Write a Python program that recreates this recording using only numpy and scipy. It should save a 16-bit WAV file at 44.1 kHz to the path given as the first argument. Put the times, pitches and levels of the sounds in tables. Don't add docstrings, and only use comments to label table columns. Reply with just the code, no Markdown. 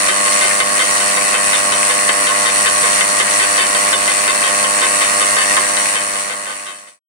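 import sys
import numpy as np
from scipy import signal
from scipy.fft import rfft, irfft, next_fast_len
from scipy.io import wavfile
from scipy.ndimage import uniform_filter1d, map_coordinates

SR = 44100
rng = np.random.default_rng(int(sys.argv[2]) if len(sys.argv) > 2 else 0)


def transcribe(signal):
    frames = np.atleast_2d(signal).T
    limited = np.clip(frames, -1, 1)
    pcm = np.round(limited * 32767).astype(np.int16)
    wavfile.write(sys.argv[1], SR, pcm)


N = 312228
STROKE_HZ = 100.078

# t/s, length/s, ring level/dB, braking of the pen/dB
TIP_DABS = [(0.085, 0.023, -13.5, 5.5), (0.26, 0.02, -17, 0), (0.409, 0.053, -16.5, -0.5),
            (0.602, 0.014, -12.5, 8), (0.791, 0.038, -14.5, 2.5), (1.003, 0.011, -18, 1.0),
            (1.167, 0.014, -15.5, 3), (1.34, 0.026, -15.5, 5.5), (1.53, 0.023, -15, 1.5),
            (1.722, 0.016, -15.5, 2), (1.897, 0.02, -15.5, 2), (2.091, 0.008, -9.5, 3.5),
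            (2.268, 0.041, -15, 4), (2.457, 0.035, -14, 4), (2.658, 0.026, -13.5, 4.5),
            (2.83, 0.053, -17, 0), (3.008, 0.008, -11.0, 5), (3.2, 0.026, -12.5, 6),
            (3.396, 0.044, -16.0, 3), (3.579, 0.053, -15, 4), (3.748, 0.008, -14, -2),
            (3.928, 0.02, -12, 6.5), (4.078, 0.047, -17, 2.5), (4.278, 0.029, -14, 4.5),
            (4.436, 0.053, -15.5, 3), (4.641, 0.008, -14, 7), (4.815, 0.047, -15.0, 2.5),
            (5.011, 0.038, -16, 1), (5.206, 0.035, -17, 2.5), (5.366, 0.065, -15, 4.5),
            (5.567, 0.014, -11, 4), (5.769, 0.011, -15.5, -0.5), (5.953, 0.02, -13.5, 6.5),
            (6.155, 0.014, -17, -0.5), (6.297, 0.041, -15.5, 2.5), (6.466, 0.068, -15.5, 0),
            (6.664, 0.059, -12.5, 0.5), (6.871, 0.025, -14.5, -4.5)]


def amp(db):
    return 10 ** (np.asarray(db) / 20)


def unit(x):
    return x / np.sqrt(np.mean(x ** 2) + 1e-20)


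def along(points, hz):
    f, v = np.transpose(points)
    return np.interp(np.log(hz + 1), np.log(f + 1), v)


def sides(db):
    g = amp(np.array([db, -db]).reshape(2, -1) / 2)
    return g / np.sqrt(np.mean(g ** 2, axis=0))


def wobble(t, rate_hz):
    return map_coordinates(rng.standard_normal(1024), [np.abs(t) * rate_hz], mode="wrap")


def filtered(x, response):
    m = 2 * next_fast_len((N + SR // 2) // 2)
    return irfft(rfft(x, m) * response(np.fft.rfftfreq(m, 1 / SR)), m)[..., :N]


def causal(colour, hz):
    cepstrum = irfft(np.log(amp(along(colour, hz))))
    cepstrum[1:len(cepstrum) // 2] *= 2
    cepstrum[len(cepstrum) // 2 + 1:] = 0
    return np.exp(rfft(cepstrum))


def pulses(times_s, sizes):
    taps = np.floor(times_s * SR).astype(int)[:, None] + np.arange(-7, 9)
    offset = taps - times_s[:, None] * SR
    weights = sizes[:, None] * np.sinc(offset) * np.cos(np.pi * offset / 16) ** 2
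    return np.bincount(np.clip(taps, 0, N).ravel(), weights.ravel(), N + 1)[:N]


def strokes(place, drift_s, jitter_s, scatter_db, sway_db):
    t = (np.arange(int(N / SR * STROKE_HZ) + 1) + place) / STROKE_HZ
    sizes = amp(scatter_db * rng.standard_normal(len(t)) + sway_db * wobble(t, 14))
    return pulses(t + drift_s * wobble(t, 16) + jitter_s * rng.standard_normal(len(t)), sizes)


def churn(place, depth_db, channels):
    cycle = STROKE_HZ * np.arange(N) / SR - place
    return rng.standard_normal((channels, N)) * amp(depth_db * np.cos(2 * np.pi * cycle))


def metal_ring(hits, t60_s, common, left_lag_samples=18):
    t = np.arange(1024) / SR
    ring = rng.standard_normal((3, len(t))) * amp(-60 * t / t60_s)
    spectrum = rfft(ring[:2] + common * ring[2])
    spectrum /= np.sqrt(uniform_filter1d(np.abs(spectrum) ** 2, size=9, axis=1))
    left, right = signal.oaconvolve(hits[None], irfft(spectrum), axes=1)[:, :N]
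    return np.array([np.pad(left, (left_lag_samples, 0))[:N], right])


def plunger():
    # place/cycle, level/dB
    steel_hits = [(0, -6.5), (.04, -1.5), (.135, -5.5), (.265, -1.5), (.36, -5), (0.441, -20.5)]
    # place/cycle, level/dB, jitter/s, left-right/dB
    stop_hits = [(0.037, -2.5, 0.00009, -7), (0.292, -2.5, 0.000086, -1), (.37, -1.5, 0.00011, 4),
                 (0.449, -1, 0.00014, 6.5), (0.722, -7, .0005, -3.5)]
    # f/Hz, level/dB
    steel_colour = [(1000, -29.5), (2500, -33), (3600, -22.5), (4250, -10.5), (5000, -21), (5700, -11),
                    (7200, -15.5), (7800, 3.5), (8400, 3.3), (9500, 4), (10050, -1), (10430, -25),
                    (10650, -15.5), (10900, -7.5), (11300, -51), (15000, -30)]
    stop_colour = [(400, -28.5), (900, -8.5), (1400, -9.5), (1700, -9), (1950, 2.5), (2200, -5.5),
                   (2550, -2), (2900, -8.5), (3300, -14.5), (3800, -12), (8000, -59.5)]
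    grind_colour = [(1200, -12), (2500, -10.5), (3000, -1), (3400, -17), (3700, -7.5), (4000, -7.5),
                    (4300, 7), (4950, -3), (5800, 4), (6550, -2.5), (7100, 6.5), (8000, -5.5), (9600, 0.5),
                    (10700, 1.5), (11400, -31.5), (14500, -11.5)]
    ticks = clacks = 0
    for place, db in steel_hits:
        hits = strokes(place, drift_s=1e-4, jitter_s=7e-5, scatter_db=1, sway_db=-1)
        ticks += amp(db) * metal_ring(hits, t60_s=0.0059, common=0.69)
    for place, db, jitter_s, side_db in stop_hits:
        hits = strokes(place, drift_s=8e-5, jitter_s=jitter_s, scatter_db=2.15, sway_db=0.8)
        clacks += amp(db) * sides(side_db) * metal_ring(hits, t60_s=0.008, common=0.74)
    friction = churn(0.15, depth_db=2.5, channels=2)
    bright = unit(filtered(ticks, lambda hz: causal(steel_colour, hz))) * sides(db=3)
    dull = unit(filtered(clacks, lambda hz: causal(stop_colour, hz))) * sides(db=-2)
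    grind = unit(filtered(friction, lambda hz: amp(along(grind_colour, hz)))) * sides(db=-2)
    return amp(3.7) * bright + amp(-2.5) * dull + amp(-1.43) * grind


def hard_contacts():
    # place/cycle, level/dB
    click_hits = [(0.01, 2), (.11, -3), (.24, -1.5), (0.421, -1), (0.488, 5)]
    # f/Hz, level/dB
    click_colour = [(2000, -21), (3000, -3.5), (4200, 1.5), (5000, -9), (6000, 5), (8000, -12.5),
                    (11000, -47.5)]
    barrel_colour = [(1000, -29), (1450, -9), (1720, 0.5), (1950, -3.5), (2250, 0), (2650, -1),
                     (3200, -18.5), (5000, -37.5)]
    ticks = 0
    for place, db in click_hits:
        hits = strokes(place, drift_s=5e-5, jitter_s=2e-5, scatter_db=6.5, sway_db=-1.6)
        ticks += amp(db) * metal_ring(hits, t60_s=0.0023, common=0.72)
    clicks = unit(filtered(ticks, lambda hz: causal(click_colour, hz)))
    blows = strokes(0.2082, drift_s=7e-5, jitter_s=2.5e-5, scatter_db=5.5, sway_db=1.1)
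    barrel = unit(filtered(blows, lambda hz: causal(barrel_colour, hz)))
    return amp(-9) * (clicks + barrel * sides(db=12.5))


def granite_slab(landing_s=0.006):
    # f/Hz, t60/s, left/dB, right/dB, left lead/rad
    slab_modes = [(365.4, 0.11, -13, -6.5, .5), (522, 0.044, -5.5, -3.5, -0.8),
                  (683, 0.038, -7.5, -7, -0.4), (832, 0.05, -4.5, -3.5, -3), (1065, 0.05, -5.5, 3, -0.5),
                  (1218, 0.044, -12, 1.5, -2.5), (1523, 0.091, 1, -2, -0.1), (1750, 0.021, 4, 4.5, -2.5),
                  (1875, 0.034, 5, -8, -2.1), (2078, 0.05, 6.5, -16, 1.38), (2196, 0.078, 2, 2.5, -2.5),
                  (2604, 0.11, -4.5, -2, 0.6), (2764, 0.06, -18, -10.5, 7), (2924, 0.11, -2, -1, -2.5),
                  (3096, 0.24, 0.5, -8, 1), (3193, 0.11, -1.5, -13.5, -0.7), (3568, 0.1, -3.5, -2, -0.8),
                  (3853, 0.05, -5, -10, -0.3), (4520, 0.073, -3.5, -5.5, 1.4)]
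    # f/Hz, t60/s, left/dB, right/dB
    thud_modes = [(505, 0.06, -10.5, -13.5), (1033, 0.015, -12, -8)]
    # f/Hz, level/dB
    stone_colour = [(80, -23), (300, -4.5), (600, -0.5), (2200, -1.26), (3500, 0), (4500, -2),
                    (8000, -15.5), (11000, -26), (12000, -37)]
    t = np.arange(SR // 5) / SR

    def mode(hz, t60_s, left_db, right_db, phase=0):
        return amp([[left_db], [right_db]]) * amp(-60 * t / t60_s) * np.sin(2 * np.pi * hz * t + phase)

    phases = rng.uniform(0, 2 * np.pi, len(slab_modes))
    modes = np.array([mode(hz, t60_s, left_db, right_db, np.array([[p + lead], [p]])) / np.sqrt(t60_s)
                      for (hz, t60_s, left_db, right_db, lead), p in zip(slab_modes, phases)])
    thud = sum(mode(*row) for row in thud_modes)
    out = np.zeros((2, N + SR))
    for (start_s, length_s, db, _), draws in zip(TIP_DABS, rng.random((len(TIP_DABS), 4, 32))):
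        ring = np.tensordot(amp(0.89 * rng.standard_normal(len(modes))), modes, 1)
        crack = amp(25.5 - 60 * t / 0.0025) * rng.standard_normal((2, len(t)))
        strikes_s = np.arange(32) / STROKE_HZ + 0.0012 * draws[0]
        bounces_s = np.cumsum(0.0015 + 0.004 * draws[1])
        hits_s = np.r_[strikes_s, bounces_s]
        hits_db = np.r_[3 * draws[2], 6 * draws[3] - 6] - 4 * hits_s / length_s
        hits_db[0] += 2.3
        tip_down = hits_s < length_s
        blows = np.bincount((hits_s[tip_down] * SR).astype(int), amp(hits_db[tip_down]))
        dab = signal.fftconvolve(blows[None], ring + crack, axes=1)
        dab *= np.sqrt(2 * (length_s + 0.0048) * SR / np.sum(dab ** 2))
        out[:, round(start_s * SR):][:, :dab.shape[1]] += amp(db) * dab
        out[:, round((start_s + landing_s) * SR):][:, :len(t)] += amp(db) * thud
    return filtered(out[:, :N], lambda hz: causal(stone_colour, hz))


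def casing():
    # f/stroke rate, level/dB, left-right/dB
    hum_points = [(0.99, -52, 13), (1.96, -42, -2.5), (3.01, -41.5, -1), (4.06, -41.5, -6),
                  (4.84, -38, -0.5), (6.08, -31, -3.5), (7.23, -35.5, 8), (8.8, -35.5, 1.5),
                  (9.65, -38, -9), (10.35, -38.5, -10), (10.35, -25, -19.5), (11.79, -29.5, -13.5),
                  (13.34, -48.5, -4), (14.34, -30.5, -17), (14.9, -37.5, -3), (16, -41, 17.5),
                  (17.4, -45.5, 0), (18.54, -33.5, -4), (18.95, -38, 7), (21.3, -56, 8), (23.4, -46, 5),
                  (23.2, -60, 8), (23.4, -27, 3), (23.2, -52, 16.5), (24.8, -49.5, 6), (25.4, -45, -2.5)]
    # f/Hz, level/dB
    knock_colour = [(20, -8.5), (110, -15.5), (200, -3), (380, -6), (500, -3), (620, -1), (860, -2.5),
                    (1100, 8.5), (1350, 1), (2000, 3.5), (4000, -71)]
    # f/Hz, left-right/dB
    knock_balance = [(60, 13), (200, -24), (550, -5), (720, 8.5), (1120, -43), (1400, -32.5), (1800, 10)]
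    # f/Hz, left lead/rad
    left_lead = [(100, 2.5), (200, -0.5), (400, -2), (520, -1.1), (700, 0.76), (800, -2.5), (950, -4.5),
                 (1100, -3.5), (1500, -3), (1700, -1.5), (2000, 1), (2100, -4), (2600, 1)]

    def radiated(colour, hz, balance_db):
        return causal(colour, hz) * np.exp(0.5j * along(left_lead, hz) * [[1], [-1]]) * sides(balance_db)

    order, db, side_db = np.transpose(hum_points)
    hum_hz = order * STROKE_HZ
    hum_colour = np.c_[np.r_[STROKE_HZ / 2, hum_hz, 3300], np.r_[-75, db, -80]]
    blows = strokes(0.4316, drift_s=3.5e-5, jitter_s=1.4e-5, scatter_db=-0.84, sway_db=0.53)
    hum = filtered(blows, lambda hz: radiated(hum_colour, hz, np.interp(hz, hum_hz, side_db)))
    loose = churn(0.09, depth_db=1, channels=1) + amp(-5) * churn(0.96, depth_db=8, channels=2)
    knock = filtered(loose, lambda hz: radiated(knock_colour, hz, along(knock_balance, hz)))
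    return amp(7) * shaft_slip(unit(hum)) + amp(3) * unit(knock)


def shaft_slip(hum, shaft_hz=1100, half_width_hz=45, settle_s=0.016):
    t = np.arange(N) / SR
    slip = sum(np.clip((t - start_s) / (length_s + settle_s), 0, 1) for start_s, length_s, *_ in TIP_DABS)
    shaft = filtered(hum, lambda hz: np.abs(hz - shaft_hz) < half_width_hz)
    quadrature = filtered(shaft, lambda hz: 1j)
    flat = shaft * np.cos(2 * np.pi * slip) - quadrature * np.sin(2 * np.pi * slip)
    return hum - shaft + flat


def braking_db(attack_s, recover_s):
    t = np.arange(SR // 2) / SR
    lost_db = np.zeros(N + SR)
    for start_s, length_s, _, brake_db in TIP_DABS:
        load = np.minimum(t / attack_s, 1) * np.exp(-np.maximum(t - length_s, 0) / recover_s)
        lost_db[round(start_s * SR):][:len(t)] += brake_db * load
    return lost_db[:N]


def workshop(x, onset_s=0.0041):
    # f/Hz, t60/s
    room_decay = [(150, 0.26), (2000, 0.1), (10000, 0.059)]
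    hop = SR // 4
    noise = rng.standard_normal((N // hop + 2, 2, SR // 5))
    hz, t, spectra = signal.stft(noise, SR, nperseg=256)
    tails = signal.istft(spectra * amp(-60 * t / along(room_decay, hz)[:, None]), SR, nperseg=256)[1]
    tails *= np.minimum(np.arange(tails.shape[2]) / SR / onset_s, 1)
    tails /= np.linalg.norm(tails, axis=2, keepdims=True)
    padded = np.pad(x, ((0, 0), (hop, SR)))
    window = np.sqrt(np.hanning(2 * hop))
    out = np.zeros((2, N + 2 * SR))
    for k, tail in enumerate(tails):
        answer = signal.fftconvolve(padded[:, k * hop:(k + 2) * hop] * window, tail, axes=1)
        out[:, k * hop:][:, :answer.shape[1]] += answer
    return out[:, hop:hop + N]


def scene():
    # t/s, level/dB
    rattle_level = [(0, -0.5), (.95, -1), (1.35, 0.1), (2.3, -0.4), (3.45, 0), (3.75, -0.5), (4.1, -0.2),
                    (4.9, -0.74), (5.7, -0.25), (6.1, -0.6), (6.9, -2.5)]
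    t = np.arange(N) / SR
    waver_db = np.interp(t, *np.transpose(rattle_level)) + 0.72 * wobble(t, rate_hz=7)
    hum = amp(-28 - braking_db(attack_s=0.0027, recover_s=0.0049)) * casing()
    rattle_gain = amp(-20 + waver_db - 0.5 * braking_db(attack_s=0.013, recover_s=0.1))
    rattle = rattle_gain * (plunger() + hard_contacts())
    slab = granite_slab()
    return hum + rattle + slab + workshop(amp(-6.5) * rattle + amp(-7.5) * slab)


def record(dry):
    fade_start_s, fade_end_s, top_hz = 5.546, 6.996, 15750
    rounded = dry / (1 + np.abs(dry / 0.95) ** 6) ** (1 / 6)
    fade = np.clip((fade_end_s - np.arange(N) / SR) / (fade_end_s - fade_start_s), 0, 1) ** 1.26
    return filtered(rounded * fade, lambda hz: hz < top_hz)


dry = scene()
out = record(dry)
transcribe(out)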